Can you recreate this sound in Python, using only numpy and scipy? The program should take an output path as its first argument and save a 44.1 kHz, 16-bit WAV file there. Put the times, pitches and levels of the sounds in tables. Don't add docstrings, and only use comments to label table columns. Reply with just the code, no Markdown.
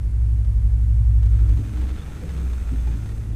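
import sys
import numpy as np
from scipy import signal
from scipy.fft import rfft, irfft
from scipy.io import wavfile
from scipy.ndimage import uniform_filter1d

SR = 44100
rng = np.random.default_rng(int(sys.argv[2]) if len(sys.argv) > 2 else 0)


def unload_audio(sound):
    columns = np.transpose(np.atleast_2d(sound))
    steps = np.round(np.clip(columns, -1, 1) * 32767)
    wavfile.write(sys.argv[1], SR, steps.astype(np.int16))


N = 147735

# time_s, wheel_level_db, board_level_db
ROLLING = [(0, -70, -49.5), (1.15, -64, -51.5), (1.35, -55, -42.5), (1.55, -51.5, -40), (1.8, -49.5, -36.5),
           (2.1, -49, -43), (2.4, -49.5, -38), (2.7, -51.5, -44.5), (3.1, -53.5, -42), (3.35, -56, -40.5)]


def undb(db):
    return 10 ** (np.asarray(db) / 20)


def seconds():
    return np.arange(N) / SR


def curve(table, axis=1):
    rows = np.array(table, float)
    return np.interp(seconds(), rows[:, 0], rows[:, axis])


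def unit(x):
    return x / np.sqrt(np.mean(x ** 2))


def colour(x, points):
    hz, db = np.array(points, float).T
    bins = np.maximum(np.fft.rfftfreq(N, 1 / SR), 1)
    gain = undb(np.interp(np.log(bins), np.log(hz), db))
    return unit(irfft(rfft(x) * gain, N))


def noise(points):
    return colour(rng.standard_normal(N), points)


def walk(rate):
    hold = int(SR / rate)
    steps = np.repeat(rng.standard_normal(N // hold + 1), hold)
    smooth = uniform_filter1d(uniform_filter1d(steps, hold), hold)
    return unit(smooth[:N])


def resonate(x, rings):
    swell_db, swells_per_s = 3.5, 12
    out = x
    for hz, width, db in rings:
        ring = signal.lfilter(*signal.iirpeak(hz, hz / width, fs=SR), x)
        out = out + undb(db + swell_db * walk(swells_per_s)) * ring
    return out


def strike(start, attack, t60):
    age = np.maximum(seconds() - start, 0)
    return (1 - np.exp(-age / attack)) * np.exp(-np.log(1000) * age / t60)


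def tone(angle):
    return np.sqrt(2) * np.cos(angle)


def air():
    # pitch_hz, level_db
    air_colour = [(20, 16), (40, 14.5), (85, 19), (130, 10), (200, 4.5), (300, -4.5), (450, -13.5),
                  (700, -16), (1200, -22), (2300, -24.5), (3200, -30), (5000, -32), (8200, -31),
                  (10500, -31), (12500, -39.5), (15000, -49)]
    # pitch_hz, level_db
    whines = [(8211, -80.5), (12288, -89)]
    air_db = -33.5
    out = undb(air_db) * noise(air_colour)
    for hz, db in whines:
        out = out + undb(db) * np.sqrt(2) * np.sin(2 * np.pi * hz * seconds())
    return out


def room(x):
    t60_s, tail_db = 0.34, -10.5
    tail = rng.standard_normal(N) * strike(start=0.0035, attack=0.0024, t60=t60_s)
    tail = tail / np.linalg.norm(tail)
    return x + undb(tail_db) * signal.fftconvolve(x, tail)[:N]


def drifting_tones():
    # start_s, length_s, pitch_hz, width_hz (sets size and speed of the drift), level_db
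    tone_table = [(0.7, 0.57, 70, 9, -33), (1.35, 0.3, 306, 20, -45.5), (1.726, 0.13, 312, 14, -47),
                  (1.98, 0.2, 154, 10, -38), (2.19, 0.25, 163, 9, -37), (2.21, 0.06, 490, 90, -47),
                  (1.98, .035, 3450, 130, -57), (2.018, 0.02, 3630, 200, -57)]
    out = 0
    for start, length, hz, width, db in tone_table:
        progress = np.clip((seconds() - start) / length, 0, 1)
        swell = np.sqrt(np.maximum(np.sin(np.pi * progress), 0))
        pitch_hz = hz + .5 * width * walk(4 * width)
        phase = 2 * np.pi * np.cumsum(pitch_hz) / SR
        out = out + swell * undb(db + 1.8 * walk(width)) * np.sqrt(2) * np.sin(phase)
    return out


def board():
    # pitch_hz, level_db
    board_colour = [(60, 6), (130, -6.5), (220, -1.5), (270, -5.5), (308, -3), (335, -6.5), (470, -11),
                    (540, -29), (900, -45)]
    # pitch_hz, width_hz, gain_db
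    board_rings = [(212.3, 14, -5), (304, 13, -3), (466, 29, -4.5)]
    rumble = resonate(noise(board_colour), board_rings)
    return unit(rumble) * undb(curve(ROLLING, axis=2))


def knocks():
    # start_s, thud_db, ring_db
    knock_table = [(1.566, -26.5, -51), (1.826, -34.5, -48), (2.08, -37, -46.5), (2.22, -37, -58),
                   (2.383, -34, -54), (2.71, -27, -68), (2.872, -31.5, -40.5), (2.93, -36.5, -62)]
    # pitch_hz, level_db
    knock_colour = [(40, -28), (140, 7.5), (200, -1), (290, -0.5), (380, -12.5), (600, -44), (1500, -59)]
    # pitch_hz, level_db (added to ring_db), t60_s
    bridge_modes = [(863, 2, 0.1), (824, -8, 0.16), (893, -12, 0.052), (2410, -5, 0.062)]
    thud_shape, ring = 0, 0
    for start, thud_db, ring_db in knock_table:
        thud_shape = thud_shape + undb(thud_db) * strike(start, attack=0.0046, t60=0.3)
        for hz, db, t60 in bridge_modes:
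            wave = np.sin(2 * np.pi * hz * (seconds() - start))
            ring = ring + undb(ring_db + db) * strike(start, attack=0.0021, t60=t60) * wave
    return noise(knock_colour) * thud_shape + ring


def ticks():
    # start_s, level_db
    tick_table = [(0.446, -48.5), (1.228, -43), (1.256, -45), (1.367, -49), (1.49, -43.5), (1.571, -44),
                  (1.77, -41), (1.814, -41.5), (1.886, -42), (2.29, -41), (2.374, -41), (2.53, -41),
                  (2.871, -43.5), (2.97, -48), (3.058, -43.5), (3.09, -44)]
    # pitch_hz, level_db
    tick_colour = [(300, 6), (900, 4), (1500, 3), (2500, -3), (3600, -2), (5000, -9.5), (9000, -12.5),
                   (15000, -39)]
    shape = sum(undb(db) * strike(start, attack=.001, t60=.06) for start, db in tick_table)
    return noise(tick_colour) * shape


def brushes():
    # time_s, level_db
    brush_level = [(0, -80), (1.15, -69.5), (1.35, -64.5), (1.65, -60), (1.85, -62.5), (2.2, -59),
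                   (2.7, -59), (3.17, -60), (3.25, -64), (3.35, -71)]
    # pitch_hz, level_db
    brush_colour = [(3000, -11.5), (5000, -7.5), (5400, -2.5), (5800, -7), (6250, 6), (7000, -5),
                    (7500, 0.5), (8300, 2), (9000, -3.5), (10000, -5), (11200, -22), (12600, -6),
                    (13400, -3), (14200, -14), (15500, -8)]
    motor_hz, swell_depth = 105.5, .14
    turns_per_s = motor_hz * (1 + 0.022 * walk(3.3))
    angle = 2 * np.pi * np.cumsum(turns_per_s) / SR
    swell = 1 + swell_depth * (np.cos(2 * angle) + np.cos(angle))
    return noise(brush_colour) * swell * undb(curve(brush_level))


def wheels():
    # pitch_hz, level_db
    wheel_colour = [(400, 7), (600, 7.5), (1000, 2.5), (1700, 3.5), (2400, 0.5), (3000, -3), (3800, -5),
                    (4800, -9.5), (7000, -13.5), (10000, -27), (15000, -23)]
    # pitch_hz, width_hz, gain_db
    wheel_rings = [(810, 64, -13.5), (1346, 145, -2), (2435, 130, -6.5), (3510, 160, -6.5)]
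    hits_per_s, hit_spread_db, hit_limit_db = 500, 3.5, 10
    hit = rng.random(N) < hits_per_s / SR
    hit_db = np.minimum(hit_spread_db * rng.exponential(size=N), hit_limit_db)
    grit = hit * rng.choice([-1, 1], N) * undb(hit_db)
    grind = colour(unit(grit) + .8 * rng.standard_normal(N), wheel_colour)
    surge_db = 1.0 * walk(90) + .5 * walk(14)
    return unit(resonate(grind, wheel_rings)) * undb(curve(ROLLING) + surge_db)


def hum():
    # time_s, turns_per_s, fifth_harmonic_db, fourth_harmonic_db, ninth_harmonic_db
    rotation = [(0.0, 11.7, -23.0, -28, -30), (0.1, 11.71, -22.0, -28, -30), (0.26, 11.9, -17.0, -40, -26),
                (0.52, 11.62, -19.0, -23, -27), (0.72, 11.78, -17.0, -22, -26),
                (0.86, 11.83, -17.0, -35, -27), (1.1, 11.7, -15.0, -27, -23.5),
                (1.3, 11.67, -15.3, -23.5, -23.5), (1.56, 11.71, -15.5, -22, -25),
                (1.61, 11.73, -23.0, -29, -27), (1.69, 11.97, -33.0, -38, -32),
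                (1.8, 12.23, -18.5, -38, -41), (1.95, 13.2, -26.5, -37, -62),
                (2.14, 13.63, -43.0, -41, -54), (2.27, 13.45, -31.0, -43, -59),
                (2.42, 12.75, -23.5, -44, -57), (2.62, 11.78, -23.0, -36, -49),
                (2.9, 11.5, -20.5, -39, -39), (3.04, 10.7, -31.0, -45, -51), (3.2, 10.74, -29.0, -46, -47),
                (3.35, 10.68, -27.0, -41, -43)]
    # centre_s, change_db
    dips = [(0.447, -5), (1.597, -11), (2.21, -10), (2.64, -12), (3.07, -10), (3.23, -10)]
    # time_s, level_db
    tenth = [(0, -47), (.75, -56), (1, -28), (1.5, -55), (1.9, -55), (2.7, -64), (2.92, -32.5), (3.25, -31),
             (3.35, -31.5)]
    # multiple, level_db, share (of the 5th's rise and fall that they follow)
    overtones = [(3, -46.5, 0.61), (6, -41, 0), (7, -44, 0.36), (11, -57, 0), (13, -53, 0)]
    first_throb_s, upper_lag_turns, dip_s = .06, .323, .014
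    eighth_db = -7
    wobble_db, wobble_rad = 2, 1.3

    rate, fifth_db = curve(rotation), curve(rotation, axis=2)
    angle = 2 * np.pi * (np.cumsum(rate) / SR - first_throb_s * rate[0])
    late_angle = angle - 2 * np.pi * upper_lag_turns

    dip_db = sum(db * np.exp(-((seconds() - centre) / dip_s) ** 2) for centre, db in dips)
    fifth = undb(fifth_db) * tone(5 * angle)
    fourth = undb(curve(rotation, axis=3)) * tone(4 * angle)
    main = undb(dip_db) * (fifth + fourth)

    eighth_and_ninth = tone(9 * late_angle) + undb(eighth_db) * tone(8 * late_angle)
    upper = undb(curve(rotation, axis=4)) * eighth_and_ninth
    upper = upper + undb(curve(tenth)) * tone(10 * late_angle)

    swing_db = fifth_db - fifth_db.mean()
    rest = 0
    for multiple, db, share in overtones:
        level_db = db + share * swing_db + wobble_db * walk(3.8)
        rest = rest + undb(level_db) * tone(multiple * angle + wobble_rad * walk(3))
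    return main + upper + rest


def scene():
    in_room = room(wheels() + brushes() + ticks())
    return (air() + in_room + drifting_tones() + board() + knocks() + hum())[None]


def record(dry):
    top_hz = 15200
    low_pass = signal.ellip(14, .1, 80, top_hz, fs=SR, output="sos")
    return signal.sosfilt(low_pass, dry)


dry = scene()
out = record(dry)
unload_audio(out)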